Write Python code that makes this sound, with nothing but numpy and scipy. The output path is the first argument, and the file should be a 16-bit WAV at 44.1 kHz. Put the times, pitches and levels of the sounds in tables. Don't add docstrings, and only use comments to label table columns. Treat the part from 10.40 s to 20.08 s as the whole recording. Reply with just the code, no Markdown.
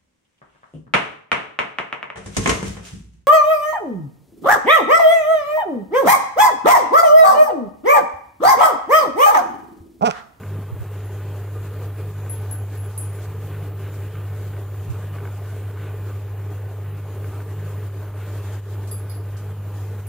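import sys
import numpy as np
from scipy import signal
from scipy.fft import rfft, irfft, next_fast_len
from scipy.io import wavfile
from scipy.ndimage import uniform_filter1d

SR = 44100
rng = np.random.default_rng(int(sys.argv[2]) if len(sys.argv) > 2 else 0)


def wav_record(signal):
    frames = np.transpose(np.atleast_2d(signal))
    bounded = np.clip(frames, -1, 1)
    quanta = np.round(bounded * 32767).astype(np.int16)
    wavfile.write(sys.argv[1], SR, quanta)


N = 426888


def gain_of(db):
    return 10 ** (np.asarray(db) / 20)


def evened(x):
    return x / np.sqrt(np.mean(x ** 2) + 1e-20)


def butter(order, hz, kind="lowpass"):
    return signal.butter(order, hz, kind, fs=SR, output="sos")


def read(points, hz, axis=1):
    table = np.transpose(points)
    return np.interp(np.log(hz + 1), np.log(table[0] + 1), table[axis])


def humps(modes, hz):
    return sum(gain_of(db) ** 2 / (1 + (2 * (hz - f) / width) ** 2) ** 2 for f, width, db in modes)


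def wander(hz):
    steps = 2 ** 13
    z = rfft(rng.standard_normal(steps))
    rates = np.arange(len(z)) * SR / N
    slow = evened(irfft(z / (1 + (rates / hz) ** 4), steps))
    return np.interp(np.arange(N), np.linspace(0, N, num=steps), slow)


def tone(hz, phase_turns=0):
    return np.sqrt(2) * np.sin(2 * np.pi * (hz * np.arange(N) / SR + rng.random() + phase_turns))


def noise(magnitude, size, patch_db, patch_s, patch_hz):
    frames = 4 * N // size + 8
    a, b, patches = rng.standard_normal((frames, size // 2 + 1, 3)).T
    patches = uniform_filter1d(patches, max(1, round(patch_hz * size / SR)), axis=0)
    patches = evened(uniform_filter1d(patches, max(1, round(4 * patch_s * SR / size)), axis=1))
    z = (a + 1j * b) * magnitude[:, None] * gain_of(patch_db * patches)
    return signal.istft(z, nperseg=size, noverlap=3 * size // 4)[1][size:size + N]


def bumps(rows):
    t = np.arange(N) / SR
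    return sum(height * np.cos(np.pi * np.clip((t - s) / length, -.5, .5)) ** 2 for s, length, height in rows)


# (t/s, base level/dB, water level/dB and low-treble hiss level/dB above their usual share)
LEVEL_DRIFT = [(0.0, -63, 0.84, -2.5), (0.7, -62.5, 0.43, 1), (1.5, -60.5, 0.017, 0.5),
               (2.6, -62.5, -0.45, 2), (3.2, -61, -0.37, -0.5), (4.2, -62, -0.78, 0.5),
               (4.7, -62, 0.54, -1), (5.6, -62, -0.1, -1), (6.3, -64.5, 0.27, -2.5), (6.9, -61, 0.23, 0.5),
               (7.7, -62, 0.14, 0), (7.95, -61.5, -0.29, 3), (8.6, -63.5, -0.11, 0.5),
               (9.2, -63.5, 0.073, -0.5), (9.45, -62.5, -0.58, 4), (9.68, -62, -0.12, 0)]


def drift(axis):
    table = np.transpose(LEVEL_DRIFT)
    return np.interp(np.arange(N) / SR, table[0], table[axis])


MAINS_HZ, FLUTTER_HZ = 50.016, 10.0
HUM_DIP_SHARE = 0.84
TYPICAL_DB = -60
HUM_DB = [-28.5, -54.5, -61.5]
# (t/s, level/dB)
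SECOND_ORDER_DRIFT = [(0.0, -8), (0.03, -14), (0.06, 0.5), (0.13, 0), (0.35, -2), (0.7, -0.5), (2.2, 1),
                      (2.8, -1), (4.0, -0.5), (6.0, 0), (6.6, -1), (7.4, 0.5), (8.0, -0.5), (9.5, 0)]
# (middle t/s, length t/s, mains order, rise level/dB)
ORDER_SWELLS = [(0.15, 0.97, 3, 12), (0.172, 0.33, 4, 16.5), (.85, .3, 3, 4), (1.3, 0.64, 3, 5),
                (1.72, 0.73, 3, 15), (3.048, 1, 3, 11), (3.42, 0.46, 3, 5), (3.75, 0.22, 3, 11),
                (4.103, 0.19, 3, 9), (4.443, 0.25, 3, 13), (4.75, 0.65, 3, 12), (5.486, 0.24, 3, 14),
                (6.552, 0.47, 3, 12), (6.868, 0.26, 3, 9), (6.87, .3, 4, 2), (7.238, 0.58, 3, 14.5),
                (8.05, 0.58, 4, 9), (8.455, 0.54, 4, 15), (9.16, 0.67, 4, 12), (9.12, 0.34, 3, 10),
                (9.512, 0.3, 4, 11)]
# (multiple of the mains, rms level/dB before flutter)
BUZZ_ORDERS = [(1, -74), (6, -60), (8, -62), (9, -57), (10, -58), (12, -57.5), (14, -62.5), (15, -63.5),
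               (16, -62), (17, -62), (21, -62), (24, -66), (27, -88), (33, -65.5), (36, -65.5), (37, -77),
               (40, -73), (49, -69), (56, -77)]
# (f/Hz, rms level/dB)
SECOND_MOTOR = [(40.6, -59), (87.5, -45.5), (525, -67), (725.4, -70)]


def pump(level_db, dip_db):
    t = np.arange(N) / SR
    shapes_db = [np.interp(t, *np.transpose(SECOND_ORDER_DRIFT))]
    for order in (3, 4):
        shapes_db.append(bumps([(s, length, db) for s, length, k, db in ORDER_SWELLS if round(k) == order]))
    main = np.zeros(N)
    flutters_db, phase_wavers = [.35, 1.5, 2.5], [.005, .04, .08]
    for order, db, shape_db, flutter_db, turns in zip((2, 3, 4), HUM_DB, shapes_db, flutters_db, phase_wavers):
        order_db = db + shape_db + HUM_DIP_SHARE * dip_db + flutter_db * wander(FLUTTER_HZ)
        main += gain_of(order_db) * tone(order * MAINS_HZ, turns * wander(6.5))
    waver = wander(5.35)
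    buzz = sum(gain_of(db + 2.3 * wander(16.0)) * tone(round(k) * MAINS_HZ, 0.011 * k * waver)
               for k, db in BUZZ_ORDERS)
    second_motor = sum(gain_of(db) * tone(hz) for hz, db in SECOND_MOTOR)
    return main + (buzz + second_motor) * gain_of(level_db - TYPICAL_DB)


LOW_RUSH_DB, BRIGHT_RUSH_DB, RUMBLE_DB = 19.5, 18.0, 22
# (f/Hz, relative level/dB per Hz)
RUSH_COLOUR = [(25, -15), (45, -4.5), (61, -10.5), (80, -5.5), (118, -1.5), (140, -3.5), (180, -8.5),
               (240, -15.5), (500, -10), (700, -15.5), (900, -14.5), (1500, -17), (2000, -22),
               (3000, -25.5), (4500, -37), (6000, -48)]
# (f/Hz, width f/Hz, relative level/dB)
CABINET_MODES = [(96.8, 6.3, 3), (301, 39, -5.5), (410.4, 79, -0.5), (624, 14, -9), (1204, 68, -15),
                 (1493, 83, -17)]


def bubbles():
    out, t = np.zeros(N), np.arange(1500) / SR
    for bubble_hz in np.geomspace(350, 2800, num=16):
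        struck = rng.random(N) < 9.0 / SR
        bursts = struck * gain_of(4.2 * np.minimum(rng.exponential(1, N), 4))
        cycles = bubble_hz * t
        envelope = np.exp(-cycles / 2.9) * (1 - np.exp(-cycles))
        ring = np.sin(2 * np.pi * cycles * (1 + 0.017 * cycles)) * envelope
        out += signal.oaconvolve(bursts, ring)[:N] * (400 / bubble_hz) ** 0.77
    return signal.sosfilt(butter(4, 260, "highpass"), out)


def water(level_db, surge_db, flicker_db):
    hz = np.fft.rfftfreq(4096, 1 / SR)
    colour = np.sqrt(gain_of(read(RUSH_COLOUR, hz)) ** 2 + humps(CABINET_MODES, hz))
    patch_db = 1.83 * np.minimum(hz / 500, 1)[:, None]
    rush = noise(colour, size=4096, patch_db=patch_db, patch_s=.08, patch_hz=300)
    rush /= np.sqrt(np.mean(signal.sosfilt(butter(4, [250, 3000], "bandpass"), rush) ** 2))
    rumble = signal.sosfiltfilt(butter(2, 240), rush)
    splash = (rush - rumble) * gain_of(0.6 * flicker_db) + gain_of(-10.5) * evened(bubbles())
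    dull = signal.sosfiltfilt(butter(2, 1000), splash)
    flow_db = level_db + drift(axis=2)
    gurgle_db = 1.38 * wander(20.0)
    low_rush = gain_of(flow_db + LOW_RUSH_DB + gurgle_db) * dull
    bright_rush = gain_of(flow_db + BRIGHT_RUSH_DB + surge_db) * (splash - dull)
    return gain_of(level_db + RUMBLE_DB) * rumble + low_rush + bright_rush


LOW_HISS_DB, HIGH_HISS_DB = 6.5, 7.0
WHINE_HZ = 14835.2
WHINE_DB = [-1, 1.5]
# (f/Hz, left relative level/dB per Hz, right relative level/dB per Hz)
HISS_COLOUR = [(2550, -79, -67), (3090, 2.5, 4.5), (4900, 4, 1), (6000, -1.5, 0.5), (6100, 5, 4),
               (8630, 1.5, 3.5), (8700, -1.5, -1.5), (10400, 5.5, 3.5), (11700, 2.5, 7.5), (13300, 7, -7),
               (13700, -10, -10), (14300, -5, -15), (15100, -20, 9), (16100, -13, -4)]
# (f/Hz, width f/Hz, relative level/dB)
HISS_PEAKS = [(5530, 150, 3), (6855, 200, 6), (8420, 160, 5), (9720, 170, 5), (12700, 160, 4),
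              (13100, 170, 6)]


def hiss(level_db, flicker_db):
    flat = np.ones(1024 // 2 + 1)
    shared, left, right = (noise(flat, size=1024, patch_db=2.0, patch_s=0.11, patch_hz=900) for _ in range(3))
    hz = np.fft.rfftfreq(N, 1 / SR)
    lumps = np.sqrt(1 + humps(HISS_PEAKS, hz))
    ears = [irfft(rfft(own + 0.13 * shared) * lumps * gain_of(read(HISS_COLOUR, hz, axis=k)), N)
            for k, own in ((1, left), (2, right))]
    ears = evened(np.array(ears))
    whine_db = level_db + np.array(WHINE_DB)[:, None] + 1.1 * wander(12.0)
    whine = gain_of(whine_db) * tone(WHINE_HZ)
    low = signal.sosfiltfilt(butter(2, 8500), ears)
    low_gain = gain_of(level_db + drift(axis=3) + 2.1 * flicker_db + LOW_HISS_DB)
    high_gain = gain_of(level_db + 0.67 * flicker_db + HIGH_HISS_DB)
    return low * low_gain + (ears - low) * high_gain + whine


RATTLE_PER_SURGE = 1.6
# (f/Hz, relative level/dB, t60 t/s)
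CASING_MODES = [(1186, 11.5, 0.02), (1523, 9.5, 0.027), (2210, 3, 0.018), (2870, -14, 0.043)]
# (t/s, peak level/dB)
HARD_KNOCKS = [(0.0335, -32.5), (1.861, -35.5), (2.7872, -37), (2.855, -36.5), (3.2227, -39), (3.463, -39),
               (3.753, -34), (4.134, -37), (4.165, -35), (4.762, -39), (4.784, -32.5), (4.803, -36),
               (4.852, -32), (4.873, -33), (5.373, -37), (6.843, -33), (7.003, -36.5)]


def rattle(level_db, surge_db):
    strokes = np.arange(int(N / SR * 2 * MAINS_HZ))
    at = (strokes * SR / (2 * MAINS_HZ)).astype(int)
    force_db = RATTLE_PER_SURGE * surge_db + 9.5 * wander(13.0) - 9.0
    stroke_db = np.minimum(force_db[at] + 4.0 * rng.standard_normal(len(at)), 8)
    knocks = np.zeros(N)
    knocks[at] = gain_of(stroke_db + 3.0 * (-1) ** strokes)
    t = np.arange(2000) / SR
    ring = sum(gain_of(db - 60 * t / t60) * np.sin(2 * np.pi * hz * t) for hz, db, t60 in CASING_MODES)
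    ring = np.diff(ring * np.minimum(t / .0015, 1))
    s, peak_db = np.transpose(HARD_KNOCKS)
    hard = np.zeros(N)
    hard[(s * SR).astype(int)] = gain_of(peak_db)
    runs = gain_of(level_db - 1.5) * evened(signal.oaconvolve(knocks, ring)[:N])
    return runs + signal.oaconvolve(hard, ring / abs(ring).max())[:N]


# (middle t/s, length t/s, level/dB)
HANDLING_SWELLS = [(0.03, 0.026, -37), (0.124, 0.075, -52), (0.194, 0.095, -39)]
# lower f/Hz, upper f/Hz
HANDLING_BAND = [120, 300]


def handling():
    band = butter(2, HANDLING_BAND, "bandpass")
    swells = bumps([(s, length, gain_of(db)) for s, length, db in HANDLING_SWELLS])
    return swells * evened(signal.sosfilt(band, rng.standard_normal(N)))


DIP_FALL_S, DIP_RECOVER_S = 0.012, 0.063
# (t/s, depth level/dB, negative for a lift)
LEVEL_DIPS = [(.23, 4.5), (1.05, 2), (1.27, 2.5), (1.5, 3.5), (1.71, 3.5), (2.23, 2), (2.51, 3), (3.32, 2),
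              (3.68, 2.5), (4.23, 2.5), (4.93, 1.5), (5.31, 3), (5.77, 2), (6.1, -1.5), (6.34, 0.5),
              (6.6, 3.5), (7.02, 4), (7.48, 4), (7.7, 3.5), (8.198, 6.5), (8.8, 1.5), (9.12, 3), (9.6, 4)]


def dips():
    t = np.arange(0, N + 64, 64) / SR
    s, depth_db = np.transpose(LEVEL_DIPS)
    since = np.maximum(t - s[:, None], 0)
    shape = np.minimum(since / DIP_FALL_S, 1) * np.exp(-(since / DIP_RECOVER_S) ** 2 / 2)
    return np.interp(np.arange(N) / SR, t, -depth_db @ shape)


# (middle t/s, length t/s, copy's factor on the hum, copy's lead in turns, copy's f/Hz above the hum)
RIGHT_HUM_SWELLS = [(0.331, 0.052, 3.4, .46, 3.0), (0.416, 0.054, 3.0, .44, 2.0),
                    (4.508, 0.052, 3.9, .54, 4.0)]


def swelled_right(hum):
    t = np.arange(N) / SR
    analytic_hum = signal.hilbert(hum, next_fast_len(N))[:N]
    swells = sum(bumps([(s, length, factor)]) * np.exp(2j * np.pi * (turns + hz * (t - s)))
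                 for s, length, factor, turns, hz in RIGHT_HUM_SWELLS)
    return np.array([hum, hum + (swells * analytic_hum).real])


CLICK_T60_S, RING_RISE_S = 0.039, .003
HELD_RING = 0.85
WAVER, CHATTER, CHATTER_T60_S = .5, .4, .3
# (f/Hz, relative level/dB, t60 t/s before HELD_RING, group of neighbouring modes that a blow
METAL_MODES = [(3550, -6, .17, 0, 1, 0), (4747, -7, .17, 0, 1, .1), (4840, -4, .21, 0, 1, 0),
               (7680, -4, .35, 1, 1, .28), (9432, 0, .3, 2, 1, .1), (9450, -3, .3, 2, -1, .45),
               (10470, -18, .1, 3, 1, .3), (11070, -4, .14, 3, 1, .3), (11125, 0, .3, 3, 1, .42),
               (13440, 0, .25, 4, 1, .24), (13800, 0, .2, 5, 1, .13), (14350, -8, .08, 4, 1, .2)]
# (t/s, click level/dB, level/dB of each of the six groups 0 to 5,
# then left minus right level/dB of group 2, of group 3 and of the rest)
METAL_BLOWS = [(.645, -67, -75, -75, -67, -54, -71, -67, 0, 2, 0),
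               (1.895, -48, -70, -64, -48, -31.5, -64, -49, 1, 1.5, 4),
               (2.111, -41, -76, -70, -55, -31, -69, -56, 2, -0.5, 4),
               (2.374, -58, -75, -73, -68, -47, -73, -57, 0, 18, 3),
               (2.432, -58, -63, -60, -54, -54, -73, -65, -5, 0, -2),
               (2.576, -46, -64, -56, -35.5, -32, -58, -45, 7, 2, 19),
               (2.73, -56, -76, -63, -56, -50, -65, -60, 7, -2, 7),
               (8.512, -45, -46, -49, -41.5, -32.5, -43, -48, 1, 3, 5),
               (8.696, -52, -54, -66, -52, -41, -49, -56, 2, -5, 6),
               (8.7462, -58, -68, -73, -63, -50, -58, -63, 2, 3, 6),
               (9.668, -46, -63, -69, -50, -46, -56, -54, 1, 6, 1)]


def tinkles():
    out, t = np.zeros((2, N + SR)), np.arange(SR // 2) / SR
    slow, fast = butter(2, 45.0), butter(2, 170.0)
    side = np.array([[.5], [-.5]])
    for s, click_db, *group_db, pan2_db, pan3_db, pan_db in METAL_BLOWS:
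        grit = np.diff(rng.standard_normal((2, len(t) + 1)))
        sound = gain_of(click_db + side * pan_db - 60 * t / CLICK_T60_S) * grit
        for hz, db, t60, group, sign, lag in METAL_MODES:
            a, b, c, d = rng.standard_normal((4, 2, len(t) + 2000))
            waver = signal.sosfilt(slow, a + 1j * b)[:, 2000:]
            chatter = signal.sosfilt(fast, c + 1j * d)[:, 2000:]
            shake = WAVER * waver / waver.real.std()
            shake = shake + CHATTER * gain_of(-60 * t / CHATTER_T60_S) * chatter / chatter.real.std()
            ears = sign * np.exp(-2j * np.pi * lag * np.array([[0], [1]]))
            ring = (np.exp(2j * np.pi * hz * t) * (ears + shake)).imag * np.minimum(t / RING_RISE_S, 1)
            place_db = side * {2: pan2_db, 3: pan3_db}.get(group, pan_db)
            sound = sound + gain_of(group_db[group] + db + place_db - 60 * t / (HELD_RING * t60)) * ring
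        at = round(s * SR)
        out[:, at:at + len(t)] += sound
    return out[:, :N]


def room(x):
    at = np.arange(100, SR // 3, 20)
    taps = np.zeros((2, SR // 3 + 20))
    places = at + rng.integers(0, 20, (2, len(at)))
    np.put_along_axis(taps, places, rng.choice([-1., 1.], (2, len(at))), 1)
    taps *= gain_of(-60 * np.arange(taps.shape[1]) / SR / 0.23)
    return signal.fftconvolve(x, taps / np.linalg.norm(taps[0]), axes=1)[:, :N]


# (middle t/s, length t/s, level/dB, negative for a lull)
RUSH_SURGES = [(.83, 0.14, 1), (2.45, 0.47, 1.5), (2.8, 0.12, 1), (3.14, 0.14, 4.5), (3.47, 0.15, 4.5),
               (3.76, 0.26, 4), (4.14, .12, 1), (4.82, .25, 0), (5.41, 0.29, 5), (6.5, 0.22, 2.5),
               (6.88, 0.25, -2), (7.85, 0.22, 3.5), (8.15, 0.2, 2.5)]


def surges():
    return bumps(RUSH_SURGES)


# (t/s, level/dB of the noise before its band filter, centre f/Hz, t60 t/s, width in octaves)
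NOISE_PUFFS = [(2.354, -36, 12000, .008, .8), (4.5, -45.5, 5000, 0.12, 1.8), (8.32, -55, 11000, 0.044, 2.1),
               (8.474, -43, 7000, 0.18, 1.8), (8.695, -38.5, 4700, .4, .25),
               (8.968, -44.5, 6000, 0.19, 1.5), (9.317, -51, 12000, .03, 2.1)]


def ticks_and_shimmer():
    out, t = np.zeros((2, N + SR)), np.arange(SR // 4) / SR
    for s, db, hz, t60, octaves in NOISE_PUFFS:
        half = 2 ** (octaves / 2)
        band = butter(2, [hz / half, min(hz * half, .45 * SR)], "bandpass")
        puff = signal.sosfilt(band, rng.standard_normal((2, len(t))))
        at = round(s * SR)
        out[:, at:at + len(t)] += gain_of(db - 60 * t / t60) * puff
    return out[:, :N]


def scene():
    near = tinkles() + ticks_and_shimmer()
    near = near + gain_of(-1.5) * room(near)
    mid = near.mean(0)
    wide = signal.sosfilt(butter(4, 2700, "highpass"), near - mid)
    flicker_db = wander(12.0)
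    dip_db, surge_db = dips(), surges()
    level_db = drift(axis=1) + dip_db
    machines = swelled_right(pump(level_db, dip_db)) + rattle(level_db, surge_db)
    steady = water(level_db, surge_db, flicker_db) + hiss(level_db, flicker_db)
    return machines + steady + mid + wide + handling()


EDGE_HZ = 15770


def record(dry):
    thin = signal.sosfilt(butter(4, 37.0, "highpass"), dry)
    band_limit = signal.firwin(1023, EDGE_HZ, window=("kaiser", 9), fs=SR)
    return signal.oaconvolve(thin, band_limit[None], "same")


dry = scene()
out = record(dry)
wav_record(out)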